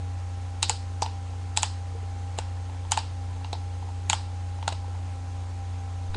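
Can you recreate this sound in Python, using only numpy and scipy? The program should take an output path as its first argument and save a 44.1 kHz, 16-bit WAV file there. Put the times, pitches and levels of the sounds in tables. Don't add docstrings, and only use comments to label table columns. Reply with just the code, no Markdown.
import sys
import numpy as np
from scipy import signal
from scipy.fft import rfft, irfft, next_fast_len
from scipy.io import wavfile
from scipy.ndimage import uniform_filter1d, map_coordinates

SR = 44100
rng = np.random.default_rng(int(sys.argv[2]) if len(sys.argv) > 2 else 0)


def persist_wave(psi):
    counts = np.round(np.clip(psi, -1, 1) * 32767).astype(np.int16)
    wavfile.write(sys.argv[1], SR, np.atleast_2d(counts).T)


def volts(x):
    e = np.asarray(x, float) / 20
    return 10 ** e


N = 271788

# start in seconds, ping peak in
# dB, ping in Hz, shell ring in dB over the ping, bright crack in dB over the ping.
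SNAPS = [
    (0.6284, -9.5, 4000, -15.5, -4),
    (0.6955, -14.5, 4280, -7, 5),
    (1.021, -21.5, 5880, -3.5, -7),
    (1.5733, -12.5, 3950, -9.5, 3),
    (1.631, -13, 3210, -7, 3.5),
    (2.9191, -12, 3130, -8, 2.5),
    (2.9742, -18.5, 3941, 1, -1),
    (4.0985, -13, 3950, -8.5, 3.5),
    (4.1307, -17, 3110, -1, -0.5),
]
# start in seconds, ping peak in dB, ping in Hz.
REBOUNDS = [
    (0.6359, -31, 4360),
    (0.713, -28, 4500),
    (1.03, -22, 4900),
    (2.9895, -28, 5020),
    (4.106, -22, 4140),
]
# shell ring, strap clack, bright crack, each in dB over the ping.
REBOUND_COLOUR_DB = (-25, -18.5, -11)
# start in seconds, ping peak in dB, then shell ring,
# strap clack, bright crack in dB over the ping.
KNOCKS = [(1.0227, -25.5, 12.5, -4, -1), (1.0615, -34, 8, 5, -6), (2.3868, -25.5, 2.5, 2, 1.5),
          (3.4458, -34, 2, 1, -30), (3.5294, -26, -3.5, -4.5, -8), (3.5379, -39, 5, -6, -8),
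          (3.551, -47, 11.5, 2, -15), (4.6272, -36.5, 6, 5.5, -15), (4.6785, -19, 1, -2, -0.5),
          (4.6884, -26, -7, -19, -10), (4.7233, -32.5, -8, -1, -10), (4.7263, -35, 0, 3, -1),
          (6.1457, -29.5, -3, -0.5, -27)]
# start in seconds, shell ring in dB.
TICKS = [(1.3337, -40.5), (2.6964, -37.5), (2.7466, -40), (2.8498, -37.5), (3.3634, -39.5), (3.4116, -40),
         (3.8254, -38.5), (3.8875, -37), (4.5868, -37), (4.8434, -39), (4.9488, -38.5), (5.7098, -47)]
# start in seconds, body in Hz, body peak in dB, low thud in dB over the body.
THUDS = [
    (1.0215, 667, -22, -2.5),
    (2.3868, 655, -26, 0.5),
    (3.5308, 690, -25.5, -4),
    (4.6788, 706, -18.5, -37),
    (4.724, 650, -25, -17),
]
# start in seconds, Hz, peak in dB, decay in cycles.
BUMPS = [(.63, 346, -38, 6.1), (.70, 470, -34, 6.9), (1.95, 460, -36, 8.6), (2.03, 450, -39.5, 6.8),
         (4.1, 165.3, -35.5, 2.6), (4.68, 1410, -21.5, 3.5), (4.88, 500, -36.5, 4.5), (6.085, 13, -28, 1.5),
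         (6.144, 1450, -26.5, 3.2), (6.154, 340, -30.5, 5.8), (6.159, 64, -18.5, 1.3)]
# centre in Hz, width in Hz, level in dB.
PAWL_MODES = [(3740, 1900, -7.5), (5150, 1000, -1)]
STRAP_MODES = [(1366, 500, -6.5), (2770, 550, -3)]
TOOTH_MODES = [(6810, 680, -1), (7840, 490, 1), (8800, 750, -6)]
# Hz, time to fall 60 dB in seconds.
ROOM_T60 = [(300, 0.14), (900, 0.23), (2000, 0.24), (4000, 0.39), (7000, 0.3), (10000, 0.39)]
# Hz, level in dB.
MOTOR_TONES = [(89.85, -33), (61.3, -49), (120.4, -62)]
# time in seconds, shaft in Hz.
FAN_SHAFT = [(0, 66.84), (1, 66.22), (2.3, 66.67), (3.3, 66.77), (4.4, 67.46), (5.1, 66.55), (5.6, 66.06),
             (6.16, 65.8)]
# multiple of shaft speed, level in dB.
FAN_LINES = [(4, -57), (7, -63.5), (8, -66.5), (11, -64.5), (12, -52.5), (13, -64.5), (15, -65.5),
             (16, -68.5), (20, -68)]
# Hz, density in dB per Hz.
RUMBLE = [(15, -3), (27, 5.5), (43, -5), (62, 1.5), (110, -2), (200, -14), (400, -40), (1000, -120)]
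# Hz, density in dB per Hz.
HISS = [(60, -28), (200, -10), (450, -11), (1100, -15.5), (2500, -20), (5500, -24.5), (7000, -25),
        (9500, -29)]
# Hz, gain in dB.
CAPTURE_BAND = [(20, -1.5), (9250, -2), (9500, -5.5), (10550, -3), (10800, -35), (11025, -60), (22050, -95)]
# Hz, gain in dB.
MIRROR_LEAK = [(11000, -3), (11500, -10), (12000, -31), (12600, -38), (14000, -90)]

LEVER_HZ = 3900
TICK_RING_DB, TICK_CLACK_DB, TICK_BRIGHT_DB = 12.5, 3, -12
BODY_CYCLES, THUD_HZ, THUD_CYCLES = 3, 496, 2.1
AIR_DB = -45.5
WHINE_HZ, WHINE_WIDTH_HZ, WHINE_DB = 6450, 120, -20.5


def unit(x):
    return x / np.sqrt(np.mean(x ** 2) + 1e-20)


def along(points, hz):
    f, v = np.transpose(points)
    return np.interp(np.log(hz + 1), np.log(f + 1), v)


def wobble(rate_hz):
    knots = rng.standard_normal(int(N * rate_hz / SR) + 4)
    return map_coordinates(knots, [np.arange(N) * rate_hz / SR])


def filtered(x, response):
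    m = next_fast_len(len(x) + 8192)
    return irfft(rfft(x, m) * response(np.fft.rfftfreq(m, 1 / SR)), m)[:len(x)]


def resonant(x, modes):
    def response(f):
        total = 0
        for k, (centre, width, db) in enumerate(modes):
            damping = 1j * f * width
            total = total + (-1) ** k * volts(db) * damping / (centre * centre - f * f + damping)
        return total

    y = filtered(x, response)
    return y / np.abs(y).max()


def walls(x):
    hz, t, z = signal.stft(rng.standard_normal(SR // 3), SR, nperseg=256)
    decay = volts(-60 * t / along(ROOM_T60, hz)[:, None])
    tail = signal.istft(z * decay, SR, nperseg=256)[1]
    return signal.fftconvolve(np.pad(x, (260, 0)), tail / np.linalg.norm(tail))


def hits(table, crack_s, shell_hz, swell_s, gain_db, shell_db, wet_db, pure_db, lean, spill):
    out = np.zeros(N + SR)
    t = np.arange(SR // 16) / SR
    swell = (t / swell_s) ** 2 * np.exp(-t / swell_s)
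    modes = np.sin(2 * np.pi * shell_hz * t) - 0.12 * np.sin(2 * np.pi * 1.18 * shell_hz * t)
    shell = swell / swell.max() * modes
    edge = 1. * (t == 0)
    grit = volts(-60 * t / crack_s) + volts(-60 * t / 0.09) * np.array([[.16], [.16], [.08]])

    def crack(blow, ping_hz, width_hz, ping_db, clack_db):
        pawl_part = resonant(blow[0], PAWL_MODES + [(ping_hz, width_hz, ping_db)])
        return pawl_part + volts(clack_db) * resonant(blow[1], STRAP_MODES)

    for s, db, ping_hz, ring_db, clack_db, bright_db in table:
        start = round(s * SR)
        ring = volts(ring_db + shell_db) * shell
        rattle = rng.standard_normal((3, len(t))) * grit
        rattle[:, 0] = 3.28

        wide = crack([edge, edge], ping_hz, 1030, -7, clack_db - 0.5)
        bright = volts(bright_db) * resonant(edge, TOOTH_MODES)
        wet = walls(wide + 0.32 * bright + 0.41 * ring)

        direct = crack(rattle, ping_hz, 460, pure_db - lean * bright_db, clack_db)
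        direct = direct + volts(bright_db) * resonant(rattle[2], TOOTH_MODES) + ring
        out[start:][:len(t)] += volts(db + gain_db) * direct
        out[start:][:len(wet)] += volts(db + gain_db + wet_db + spill * clack_db) * wet
    return out[:N]


def pawl():
    rows = [(s, db, hz, ring_db, 0.54 * ring_db, bright_db) for s, db, hz, ring_db, bright_db in SNAPS]
    rows += [(*row, *REBOUND_COLOUR_DB) for row in REBOUNDS]
    return hits(sorted(rows), crack_s=0.0049, shell_hz=862, swell_s=0.0017, gain_db=4.0, shell_db=-1.0,
                wet_db=-3.0, pure_db=21, lean=2.8, spill=0.3)


def lever():
    rows = [(s, db, LEVER_HZ, *colour_db) for s, db, *colour_db in KNOCKS]
    rows += [(s, db - TICK_RING_DB, LEVER_HZ, TICK_RING_DB, TICK_CLACK_DB, TICK_BRIGHT_DB) for s, db in TICKS]
    return hits(sorted(rows), crack_s=0.011, shell_hz=857, swell_s=0.0013, gain_db=2.5, shell_db=-0.5,
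                wet_db=-3, pure_db=19, lean=.05, spill=.05)


def bumps():
    t = np.arange(N) / SR
    rows = BUMPS + [(s, hz, db, BODY_CYCLES) for s, hz, db, _ in THUDS]
    rows = rows + [(s, THUD_HZ, db + low_db, THUD_CYCLES) for s, _, db, low_db in THUDS]
    out = np.zeros(N)
    for s, hz, db, decay_cycles in rows:
        turns = np.clip(t - s, 0, None) * hz
        out -= volts(db) * np.sin(2 * np.pi * turns) * np.exp(-turns / decay_cycles)
    return out


def motor():
    t = np.arange(N) / SR
    out = np.zeros(N)
    for hz, db in MOTOR_TONES:
        out += volts(db + 5.0 + 0.5 * wobble(7.5)) * np.sin(2 * np.pi * (hz * t + rng.random()))
    return out


def fan():
    shaft_hz = np.interp(np.arange(N) / SR, *np.transpose(FAN_SHAFT))
    turns = np.cumsum(shaft_hz * (1 + 0.0023 * wobble(6))) / SR
    out = np.zeros(N)
    for k, db in FAN_LINES:
        out += volts(db + 5.5 + 1.8 * wobble(13)) * np.sin(2 * np.pi * (round(k) * turns + rng.random()))
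    return out


def air():
    z = signal.stft(rng.standard_normal(N), nperseg=512)[2]
    patches = uniform_filter1d(rng.standard_normal(z.shape), size=6, axis=0)
    patches = uniform_filter1d(patches, size=10, axis=1)
    noise = signal.istft(z * volts(.7 * unit(patches)), nperseg=512)[1][:N]

    def colour(hz):
        whine = volts(WHINE_DB) * np.exp(-((hz - WHINE_HZ) / WHINE_WIDTH_HZ) ** 2) / 2
        return np.hypot(volts(along(RUMBLE, hz)), volts(along(HISS, hz)) + whine)

    return volts(AIR_DB) * unit(filtered(noise, colour))


def scene():
    return (pawl() + lever() + bumps() + motor() + fan() + air())[None]


def block_noise(x, noise_db, top_hz):
    lead = 478
    win = np.sin(np.pi * (np.arange(512) + .5) / 512)
    hz, _, z = signal.stft(np.pad(x, (lead, 1024)), SR, win, nperseg=512)
    z, hz = z[:, :z.shape[1] // 2 * 2], hz[:, None]
    power = uniform_filter1d(np.abs(z) ** 2, size=5, axis=0)
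    pairs = np.repeat((power[:, ::2] + power[:, 1::2]) / 2, 2, axis=1)
    grain = np.sqrt(np.abs(pairs)) * np.exp(2j * np.pi * rng.random(pairs.shape)) * (hz > 600)
    noisy = np.where(hz > top_hz, grain, z + volts(noise_db) * grain)
    return signal.istft(noisy, SR, win, nperseg=512)[1][lead:lead + N]


def roll_off(x):
    return signal.sosfilt(signal.butter(12, 12830, fs=SR, output="sos"), x)


def record(dry):
    x = block_noise(dry[0], noise_db=-8.5, top_hz=9620)
    x = filtered(x, lambda hz: volts(along(CAPTURE_BAND, hz)))
    mirror = x * (-1) ** np.arange(N)
    x = x + filtered(mirror, lambda hz: volts(along(MIRROR_LEAK, hz)))
    return roll_off(x[None])


dry = scene()
out = record(dry)
persist_wave(out)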